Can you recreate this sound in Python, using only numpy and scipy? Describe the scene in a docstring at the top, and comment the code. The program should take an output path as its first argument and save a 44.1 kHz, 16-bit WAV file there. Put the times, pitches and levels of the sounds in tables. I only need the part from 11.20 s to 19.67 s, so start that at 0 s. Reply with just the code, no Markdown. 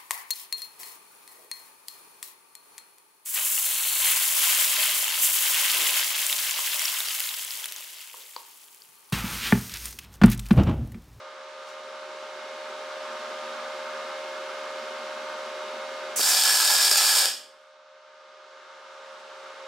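"""Fans of a welding machine whirr in a workshop, with soft faint swells of noise; then a MIG tack weld on tube.
Gas hisses from the torch, the wire strikes, and the arc crackles for a second; steel and room ring out.
Arc: irregular clicks, sparks and noise through a crack filter. Fans: wandering tones over coloured noise.
Gas, puffs and soft swells: shaped noise. A gain control ducks the fans under the arc; they return slowly."""
import sys
import numpy as np
from scipy import signal
from scipy.fft import rfft, irfft, next_fast_len
from scipy.io import wavfile
from scipy.ndimage import uniform_filter1d, minimum_filter1d

SR = 44100
rng = np.random.default_rng(int(sys.argv[2]) if len(sys.argv) > 2 else 0)


def log_audio(samples):
    """Write samples as a 16-bit WAV file to the path given in sys.argv[1]."""
    # one column per channel
    frames = np.atleast_2d(samples).T
    # limit to full scale, then quantise
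    limited = np.clip(frames, -1, 1)
    pcm = np.round(limited * 32767).astype(np.int16)
    wavfile.write(sys.argv[1], SR, pcm)


N = 373527
TIME_S = np.arange(N) / SR

# Levels are relative within a table or source, before later gains and the gain control.
# arc strength, builds as the pool heats and weakens as the wire burns back: start_s, level_db
BURN = [(4.98, -15.5), (5.04, -11.5), (5.13, -7), (5.24, -7), (5.39, -5.5), (5.5, -7), (5.63, -5.5),
        (5.69, -6), (5.79, -3), (5.86, -4), (5.92, -4.5), (5.97, -3), (6.01, -7), (6.05, -7.5)]
# wire stubs into the pool, most of them hush the arc: centre_s, length_s, level_db
STUBS = [(5.0215, 0.011, -7), (5.068, .011, 0.5), (5.1308, 0.0054, -6.5), (5.156, 0.0068, -11.5),
         (5.202, 0.015, -1), (5.207, 0.0033, -0.5), (5.2462, 0.004, -6), (5.285, .004, -4.5),
         (5.288, .005, -8), (5.317, 0.0077, -5.5), (5.337, 0.0096, -9.5), (5.353, 0.0035, -3),
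         (5.3794, 0.0088, -11), (5.39, 0.0054, -3.5), (5.398, .005, -6.5), (5.414, 0.0055, -11.5),
         (5.4374, 0.0092, -10), (5.47, 0.0043, -4.5), (5.505, .01, 4), (5.528, 0.0035, -6.5),
         (5.544, 0.005, -3), (5.5735, 0.013, -8), (5.615, 0.0071, -1), (5.6746, 0.0045, -7.5),
         (5.6874, .011, -5.5), (5.703, 0.01, -6), (5.7433, 0.012, -12.5), (5.763, 0.0075, -11),
         (5.799, 0.0092, -6), (5.827, 0.0055, -2.5), (5.838, 0.0051, -2), (5.869, 0.0061, 0),
         (5.925, 0.006, -5), (5.946, 0.01, -10), (6.005, 0.0055, -5), (6.044, 0.0045, -3.5)]
# loudest spatter pops, a drop of metal bursts off the wire: start_s, level_db, short_circuit_before_s
POPS = [(5.0104, 3, .002), (5.058, 11, 0.0038), (5.062, 5.5, .001), (5.1274, 10.5, .002),
        (5.149, 8.5, 0.0034), (5.1606, 1.5, 0.0053), (5.168, 5.5, .005), (5.1806, 3, .002),
        (5.187, 9, 0.0039), (5.2327, 9.5, 0.0028), (5.2497, 15, 0.0035), (5.255, 17.5, .001),
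        (5.2776, 6.5, 0.0018), (5.3347, 13.5, .002), (5.349, 11.5, .003), (5.371, 11, .006),
        (5.376, 8.5, 0.0011), (5.3975, 5, .006), (5.4067, 10, 0.0033), (5.4287, 14, .002),
        (5.4957, 15, 0.0025), (5.6018, 5, .005), (5.6263, 5, .002), (5.6423, 11, .003), (5.664, 9, 0.004),
        (5.696, 16, .009), (5.7134, 21, .003), (5.7177, 14.5, .001), (5.7272, 19.5, 0.0036),
        (5.7564, 13.5, 0.011), (5.7756, 18.5, .004), (5.7863, 9.5, .002), (5.799, 12.5, .004),
        (5.858, 12, .002), (5.8639, 8.5, .002), (5.9168, 7.5, .003), (5.9494, 14.5, .005),
        (5.993, 18, .002), (5.9985, 9.5, .001), (6.0414, 13, .005), (6.0568, 21.5, .009)]
# colour of one arc crack: freq_hz, density_db_per_hz
CRACK_COLOUR = [(40, -46), (110, -38.5), (220, -27.5), (400, -17), (700, -1), (1300, 0.5), (2100, -7),
                (3300, 3), (6000, 1.5), (8700, 6), (9700, -2.5), (11700, 1), (13800, -6.5), (16000, -8)]
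# peaks and notches from nozzle, helmet and tubes around the arc: freq_hz, width_hz, level_db
NOOK_PEAKS = [(1130, 94, -5), (1670, 183, 10.5), (1980, 200, 1.5), (2396, 250, 5), (2720, 250, 0),
              (3050, 110, 2), (4250, 240, -4.5), (4610, 830, 7), (5380, 610, 8), (5830, 270, -8),
              (6350, 130, -8), (6580, 130, 3), (7520, 200, 4), (7530, 120, -4.5), (9350, 100, 3.5),
              (10180, 340, -7.5), (11700, 250, 0.5), (12140, 220, 6), (12850, 250, -7)]
# low puffs of heated air as the arc sputters: centre_s, level_db
SPUTTERS = [(4.976, -33), (4.995, -23), (5.008, -19.5), (5.054, -25), (5.088, -27), (5.108, -20.5),
            (5.249, -30), (5.329, -20.5), (5.562, -28), (5.717, -14.5), (6.056, -18)]
# puff colour: freq_hz, density_db_per_hz
PUFF_COLOUR = [(40, -20.5), (120, -18), (200, -3), (330, 2.5), (500, 13.5), (900, 8), (1500, 10.5),
               (3000, -16), (16000, -45.5)]
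# ringing modes of the steel tubes: freq_hz, level_db, t60_s
TUBE_MODES = [(1680, -25, .31), (3425, -26, .29), (4447, -25.5, .23), (4540, -26, .35), (4614, -25, .26),
              (4786, -26, .3), (5028, -25, .27), (5168, -26, .24), (5437, -26, .27), (6535, -25, .29),
              (6919, -25, .3), (8623, -26, .3), (9058, -25, .3), (11035, -23, .25), (13018, -20, .27)]
# standing waves of the workshop, set humming by the arc: freq_hz, level_db, t60_s
ROOM_MODES = [(122, 4.5, .9), (207.6, -1.5, .8), (231.5, 1.5, .9), (295, 1, .9), (377, 0, .8),
              (414.5, -8, .7)]
# workshop reverberation: freq_hz, t60_s
ROOM_T60 = [(250, 0.78), (700, 0.34), (1700, 0.42), (3000, 0.46), (4900, 0.41), (9000, 0.37), (15000, 0.29)]
# reverberation stereo: freq_hz, left_right_likeness (0-1)
ROOM_LIKENESS = [(300, 1), (1500, 0.97), (4500, 0.82), (8000, 0.61), (13000, 0.5)]
# reflections off helmet, frame and floor: delay_s, level_db
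ECHOES = [(.0003, -36), (.0008, -17), (.00133, -13), (.00805, -18.5)]
# gas hiss colour: freq_hz, density_db_per_hz
GAS_COLOUR = [(60, -25), (300, -21), (1200, -4), (2500, -1), (4000, -6), (5200, 1), (6200, 10), (9000, 8.5),
              (13000, 1.5), (16000, 0)]
# hiss flare while the arc takes hold: centre_s, length_s, level_db
GAS_FLARE = [(5.098, 0.06, -10)]
# soft swells of faint broadband noise, the early ones may be cloth brushing: centre_s, length_s, level_db
SOFT_SWELLS = [(.42, 0.065, -53), (0.485, 0.036, -48), (.52, 0.085, -52), (7.074, 0.022, -62),
               (7.393, 0.051, -57), (7.55, 0.17, -59), (7.744, .1, -54), (7.9, 0.15, -52),
               (8.003, 0.038, -52), (8.2, 0.23, -55)]
# colour of the soft swells: freq_hz, density_db_per_hz
SOFT_COLOUR = [(40, -25), (130, 2), (300, -7), (2000, 5), (6000, 2), (11000, -11), (16000, -16)]
# tones of the fans, with case and room resonances humming along below 400 Hz: pitch_hz, level_db (rms),
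# unsteady_share (0-1)
FAN_TONES = [(231, -66, .9), (292, -71, .8), (371.4, -62, .9), (530, -55, .97), (536.6, -43.6, .05),
             (610.8, -42, .07), (919.8, -51, .1), (1073.1, -52.5, .1), (1221.6, -48.5, .12),
             (1533, -54, .15), (1609.7, -58.5, .2), (1686.3, -60, .2), (2094, -62, .4), (2146.2, -54, .15),
             (2912.7, -65, .3), (3756, -59.5, .5), (6977, -76, .7)]
# tones that wax and wane as the welder leans in and sits back: pitch_hz
WAVERING_HZ = [536.6, 610.8, 1221.6, 2146.2]
# their course: time_s, then one level_db per tone of WAVERING_HZ
WAVER = [(.1, 1, -0.5, 5, 0), (.85, 0.5, 2, 1, -1.5), (1.2, -0.5, 1.5, -2.5, 2.5), (2.25, 0, 1, 2.5, -3.5),
         (2.62, 1.5, 1.5, -3, 2), (2.83, .5, 0.5, 5.5, 0.5), (3.08, 2.5, 1, -7, 3), (3.35, 2, 0.5, 0, 2),
         (4.05, 0, 1, -2.5, 0), (4.75, 1.5, 1, 0.5, 1), (6.7, 1.5, 2, 1, -3.5), (7.1, 0, 0.5, 4, 0),
         (7.6, -1, -5, 2.5, 0), (7.8, 2.5, -1.5, 0, -1), (8.1, 0.5, -2, -0.5, -4), (8.4, 3, -5, -1, 1)]
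# air rushing through fans and grille: freq_hz, density_db_per_hz
FAN_AIR_COLOUR = [(30, -38), (110, -31), (170, -27.5), (225, -8.5), (320, -12.5), (375, -3), (470, -3),
                  (650, -5), (850, -1.5), (1020, -1.5), (1330, 1.5), (1950, -8), (3500, -9.5),
                  (5700, -15.5), (8000, -24.5), (11500, -33.5), (15500, -42.5)]
# standing waves of the machine's case, colouring the air: freq_hz, width_hz, level_db
CASE_PEAKS = [(320, 27, -2.5), (440, 36, -5), (505, 21, -6), (575, 18, 0), (633, 20, 3.5), (810, 14, 1.5),
              (894, 14, 3), (1040, 70, -3), (2000, 90, 0), (2910, 100, 1)]
# stereo of fan air and puffs: freq_hz, left_right_likeness (0-1)
AIR_LIKENESS = [(100, 1), (500, 0.96), (1200, 0.78), (4000, 0.6), (12000, 0.43)]
# single gusts in the middle band of the fan air: centre_s, length_s, level_db
GUSTS = [(2.82, 0.1, 0.5), (6.64, .05, 2), (7.38, .05, 4), (7.438, .03, 1.5), (7.52, .1, 3.5),
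         (7.713, .15, 2), (7.912, .14, 3), (8.135, .06, 2)]
# noise reducer acts on bands below its knee: freq_hz, knee_db_per_hz
REDUCER_KNEE = [(330, -79), (480, -84), (800, -80), (1200, -86), (2500, -90.5), (5000, -102), (10000, -105)]
# reducer slope: freq_hz, cut_db_per_db_below_knee
REDUCER_SLOPE = [(330, 0.64), (480, 0.38), (600, 0.27), (5000, 0.21), (10000, 0.61)]

STRIKE_S, STOP_S, LIGHT_S, DIE_S = 4.974, 6.056, 0.031, 0.0044
# after a stub: overshoot (share of its level_db, inverted) and settling time constant
RELIGHT_SHARE, RELIGHT_S = 0.19, .009
SPUTTER_LENGTH_S = 0.0086
VALVE_OPEN_S, VALVE_SHUT_S, OPENING_S, SHUTTING_S, FLOW_DB = 4.959, 6.06, 0.0012, .02, -18.5
# gas starts this far from its steady flow and swells to it with this time constant
RISE_DB, RISE_S = -11.5, .008
FAN_AIR_DB, TONES_DB = -38.5, -0.4
# eddies off the blades: band, rms depth, rate
EDDY_LOW_HZ, EDDY_HIGH_HZ, EDDY_DB, EDDY_HZ = 950, 1700, 1, 17
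EDGE_HZ = 15850


def arc(dips_per_s=72, spits_per_s=410, sparks_per_s=4200, snap_db=-11, sparks_db=-3, fizz_db=-8,
        bark_db=-6, bark_hz=1900, steady=2.4):
    """The wire dips into the pool and the arc relights with a bark, amid spitting sparks and fizz."""
    relight = flares(train(dips_per_s, uneven=.3, spread_db=3), fade_s=0.0047)
    snaps = train(spits_per_s, uneven=.4, spread_db=2.0)
    flare = 0.22 + np.tanh(0.56 * flares(snaps, fade_s=0.0017))
    sparks = (rng.random(N) < sparks_per_s / SR) * rng.uniform(-1.18, 1, N)
    sizzle = gain_of(sparks_db) * evened(flare * sparks)
    sizzle -= gain_of(snap_db) * evened(snaps)
    sizzle += gain_of(fizz_db) * evened(flare * rng.standard_normal(N))
    body = signal.butter(2, bark_hz, fs=SR, output="sos")
    sizzle -= .5 * signal.sosfiltfilt(body, sizzle)  # thin the lows
    bark = gain_of(bark_db) * 2 * relight * signal.sosfilt(body, rng.standard_normal(N))
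    strength = gain_of(np.interp(TIME_S, *np.transpose(BURN)))
    burn = held(STRIKE_S, STOP_S, LIGHT_S, DIE_S) * strength * stalls()
    drive = (sizzle * evened(steady + np.tanh(relight)) + bark) * burn + pops()
    return signal.oaconvolve(drive, crack())[:N]


def stalls(pop_depth=0.37):
    """Short circuits hush the arc: at most stubs, with a hard relight, and just before each pop."""
    level_db = np.zeros(N)
    settle = np.exp(-np.arange(SR // 10) / SR / RELIGHT_S)
    for centre_s, length_s, db in STUBS:
        start = round((centre_s - length_s / 2) * SR)
        end = round((centre_s + length_s / 2) * SR)
        level_db[start:end] += db
        level_db[end:end + len(settle)] -= RELIGHT_SHARE * db * settle
    gain = gain_of(level_db)
    for start_s, _, short_s in POPS:
        gain[round((start_s - short_s) * SR):round(start_s * SR)] *= 1 - np.clip(pop_depth, 0, 1)
    return uniform_filter1d(gain, size=40)


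def pops(pops_db=-3.0, spray_db=-2, spray_s=0.000995):
    """Each bursting drop is one sharp snap and a brief spray of fragments."""
    t, out = np.arange(SR // 100) / SR, np.zeros(N)
    for start_s, db, _ in POPS:
        spray = rng.standard_normal(len(t)) * np.exp(-t / spray_s)
        snap = t == 0
        burst = gain_of(spray_db) * spray / np.linalg.norm(spray) - snap
        out[round(start_s * SR):][:len(t)] += gain_of(db + pops_db) * burst
    return out


def crack(size=4096):
    """One causal, minimum-phase snap of the arc, coloured by its surroundings; energy 1."""
    hz = abs(np.fft.fftfreq(size, 1 / SR))
    db = read(CRACK_COLOUR, hz) + bumps(NOOK_PEAKS, hz)
    log_spectrum = np.conj(signal.hilbert(np.log(gain_of(db))))
    snap = np.fft.ifft(np.exp(log_spectrum)).real[:size // 2]
    return snap / np.linalg.norm(snap)


def warm_up(x, body_hz=2500, thin_db=-9, melt_s=0.046):
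    """On cold steel the arc is thin; its body fills in as the pool melts."""
    body = signal.sosfiltfilt(signal.butter(2, body_hz, fs=SR, output="sos"), x)
    return x + body * (gain_of(thin_db * coldness(melt_s)) - 1)


def coldness(warming_s):
    """1 when the wire strikes, falling exponentially towards 0 as the steel heats."""
    return np.exp(-np.maximum(TIME_S - STRIKE_S, 0) / warming_s)


def sputters():
    """The arc lights with a few low puffs and throws more as it burns."""
    envelope = sum(swell(centre_s, SPUTTER_LENGTH_S, db) for centre_s, db in SPUTTERS)
    return envelope * hiss(PUFF_COLOUR, AIR_LIKENESS)


def tubes(x, ring_db=-17.5):
    """The steel frame rings along with the arc; level relative to the arc's rms."""
    ring = ringing(TUBE_MODES, SR // 2)
    return gain_of(ring_db) * np.std(x) * evened(signal.oaconvolve(x, ring)[:N])


def workshop(x, wet_db=1.5, direct_same=0.42, build_s=0.0082):
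    """Direct sound, a few close reflections, and a dense tail with a decay time per frequency."""
    hz, t, z = signal.stft(rng.standard_normal((2, SR * 3 // 4)), SR, nperseg=256)
    decay = gain_of(-60 * t / read(ROOM_T60, hz)[:, None])
    z = pair(*z, read(ROOM_LIKENESS, hz)[:, None]) * decay
    tail = signal.istft(z, SR, nperseg=256)[1]
    tail *= 1 - np.exp(-np.arange(tail.shape[1]) / SR / build_s)
    response = gain_of(wet_db) * tail / np.linalg.norm(tail[0])
    response[:, 0] += 1
    for k, (delay_s, db) in enumerate(ECHOES):
        # alternate echoes favour left and right
        response[:, round(delay_s * SR)] += gain_of(db) * pair(0.84, (-1) ** k, direct_same)
    return signal.oaconvolve(x[None], response, axes=1)[:, :N]


def standing_waves(x, hum_db=-53):
    """The low modes of the room hum on under the crackle."""
    return gain_of(hum_db) * signal.oaconvolve(x, ringing(ROOM_MODES, SR))[:N]


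def gas():
    """The gas hiss starts faint, swells quickly to its steady flow, and flares as the arc takes hold."""
    rise_db = RISE_DB * np.exp(-np.maximum(TIME_S - VALVE_OPEN_S, 0) / RISE_S)
    flow = gain_of(FLOW_DB + rise_db) * held(VALVE_OPEN_S, VALVE_SHUT_S, OPENING_S, SHUTTING_S)
    return (flow + swell(*GAS_FLARE[0]) * stalls()) * hiss(GAS_COLOUR, [(200, 0.99), (10000, 0.43)])


def soft_swells():
    """Soft swells of faint broadband noise."""
    return sum(swell(*row) for row in SOFT_SWELLS) * hiss(SOFT_COLOUR, [(200, .95), (10000, .8)])


def fans(wander=0.00053, flutter_hz=5, tones_same=1.0):
    """Blade tones share a slightly wandering speed and flutter in the rush of air."""
    clock_s = np.cumsum(1 + wander * drift(1.61)) / SR
    out = gain_of(FAN_AIR_DB) * eddies(hiss(FAN_AIR_COLOUR, AIR_LIKENESS, CASE_PEAKS))
    times_s, *levels = np.transpose(WAVER)
    waver_db = {hz: np.interp(TIME_S, times_s, level) for hz, level in zip(WAVERING_HZ, levels)}
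    for hz, db, unsteady in FAN_TONES:
        unsteady = np.clip(unsteady, 0, 1)
        angle = 2 * np.pi * (hz * clock_s + rng.random())
        steady = np.sqrt(2 * (1 - unsteady ** 2)) * np.cos(angle)
        flutter = unsteady * (drift(flutter_hz) * np.cos(angle) + drift(flutter_hz) * np.sin(angle))
        tone = pair(steady + flutter, np.sqrt(2) * np.sin(angle), tones_same)
        out += gain_of(TONES_DB + db + waver_db.get(hz, 0)) * tone
    return out


def eddies(air):
    """The air surges unevenly in its middle band as eddies leave the blades."""
    sos = signal.butter(2, [EDDY_LOW_HZ, EDDY_HIGH_HZ], "bandpass", fs=SR, output="sos")
    band = signal.sosfiltfilt(sos, air)
    gusts_db = sum(db * swell(centre_s, length_s, 0) for centre_s, length_s, db in GUSTS)
    return air + band * (gain_of(EDDY_DB * drift(EDDY_HZ) + gusts_db) - 1)


def gain_of(db):
    """Decibels to amplitude."""
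    return 10 ** (np.asarray(db) / 20)


def evened(x):
    """Scales to rms 1."""
    return x / np.sqrt(np.mean(x ** 2) + 1e-20)


def read(points, hz):
    """Reads a table on a log-frequency axis."""
    f, value = np.transpose(points)
    return np.interp(np.log(hz + 1), np.log(f + 1), value)


def bumps(table, hz):
    """Peaks and notches as a curve in dB; width is taken at half the dB height."""
    return sum(db * 2 ** -((2 * (hz - f) / width) ** 2) for f, width, db in table)


def drift(rate_hz):
    """Slow random variation of rms 1."""
    knots_per_s = 200
    knots = rng.standard_normal(int(N / SR * knots_per_s) + 2)
    hz = np.fft.rfftfreq(len(knots), 1 / knots_per_s)
    slow = irfft(rfft(knots) * np.exp(-(hz / rate_hz) ** 2), len(knots))
    return evened(np.interp(TIME_S * knots_per_s, np.arange(len(slow)), slow))


def pair(mid, side, same):
    """Two unrelated signals become left and right with the given likeness."""
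    same = np.clip(same, 0, 1)
    mid, side = mid * np.sqrt((1 + same) / 2), side * np.sqrt((1 - same) / 2)
    return np.array([mid + side, mid - side])


def hiss(colour, likeness, peaks=()):
    """Stereo coloured noise of rms 1."""
    size = next_fast_len(N)
    hz = np.fft.rfftfreq(size, 1 / SR)
    z = pair(*rfft(rng.standard_normal((2, size))), read(likeness, hz))
    shape = gain_of(read(colour, hz) + bumps(peaks, hz))
    return evened(irfft(z * shape, size)[:, :N])


def ringing(modes, size):
    """Impulse response of decaying modes."""
    t = np.arange(size) / SR
    return sum(gain_of(db - 60 * t / t60_s) * np.cos(2 * np.pi * hz * t) for hz, db, t60_s in modes)


def held(on_s, off_s, attack_s, release_s):
    """Attack, hold and release as a gain for every sample."""
    attack = np.clip((TIME_S - on_s) / attack_s, 0, 1)
    return attack * np.clip(1 - (TIME_S - off_s) / release_s, 0, 1)


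def swell(centre_s, length_s, db):
    """A smooth rise and fall around one moment."""
    return gain_of(db) * np.exp(-(2 * (TIME_S - centre_s) / length_s) ** 2)


def train(per_s, uneven, spread_db):
    """Clicks at uneven gaps and of uneven size."""
    gap, chance = rng.standard_normal((2, 8000))
    at = (np.cumsum(np.exp(uneven * gap)) / per_s * SR).astype(int)
    clicks = np.zeros(N)
    clicks[at[at < N]] = gain_of(spread_db * np.tanh(chance[at < N]))
    return clicks


def flares(clicks, fade_s):
    """Each click starts a flare that fades exponentially; rms 1."""
    return evened(signal.lfilter([1], [1, -np.exp(-1 / (fade_s * SR))], clicks))


def scene():
    """The arc sounding in the room, with gas, soft swells and fans."""
    weld, puffs = warm_up(arc()), sputters()
    struck = workshop(weld) + tubes(weld) + standing_waves(weld + puffs.mean(0))
    return struck + puffs + gas() + soft_swells() + fans()


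def gain_control(x, threshold_db=-26.0, slope=0.69, hold_s=0.64, recovery_per_s=0.18, start_db=-8):
    """Ducks at once, holds, then creeps back up; it begins still partly ducked."""
    power_db = 10 * np.log10(abs(uniform_filter1d((x ** 2).mean(0), size=1300)) + 1e-12)
    wanted = gain_of(-slope * np.maximum(power_db - threshold_db, 0))
    hold = 2 * int(hold_s * SR / 2) + 1
    # gain is the square of the fader's travel
    fader = np.sqrt(minimum_filter1d(wanted, hold, origin=hold // 2))
    fader[0] = np.sqrt(gain_of(start_db))
    creep = recovery_per_s * TIME_S
    fader = np.minimum.accumulate(fader - creep) + creep
    return x * uniform_filter1d(fader, size=130) ** 2


def hiss_reducer(x, depth_db=12):
    """Turns bands down further once they have been faint for a moment."""
    hz, _, z = signal.stft(x, SR, nperseg=1024, scaling="psd")
    power = uniform_filter1d((abs(z) ** 2).mean(0), size=9, axis=1)
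    power = uniform_filter1d(power, size=3, axis=0)
    under_db = read(REDUCER_KNEE, hz)[:, None] - 10 * np.log10(abs(power) + 1e-20)
    cut_db = np.clip(read(REDUCER_SLOPE, hz)[:, None] * under_db, 0, depth_db)
    cut_db = minimum_filter1d(cut_db, size=17, axis=1, origin=8)  # least cut of the last 17 frames
    return signal.istft(z * gain_of(-cut_db), SR, nperseg=1024, scaling="psd")[1][:, :N]


def record(dry, balance_db=0.33):
    """Gain control, hiss reduction, a slightly stronger right channel and the band limit."""
    sound = hiss_reducer(gain_control(dry)) * gain_of([[-balance_db], [balance_db]])
    lowpass = signal.firwin(511, EDGE_HZ, window=("kaiser", 9), fs=SR)
    return signal.oaconvolve(sound, lowpass[None], "same")


dry = scene()
out = record(dry)
log_audio(out)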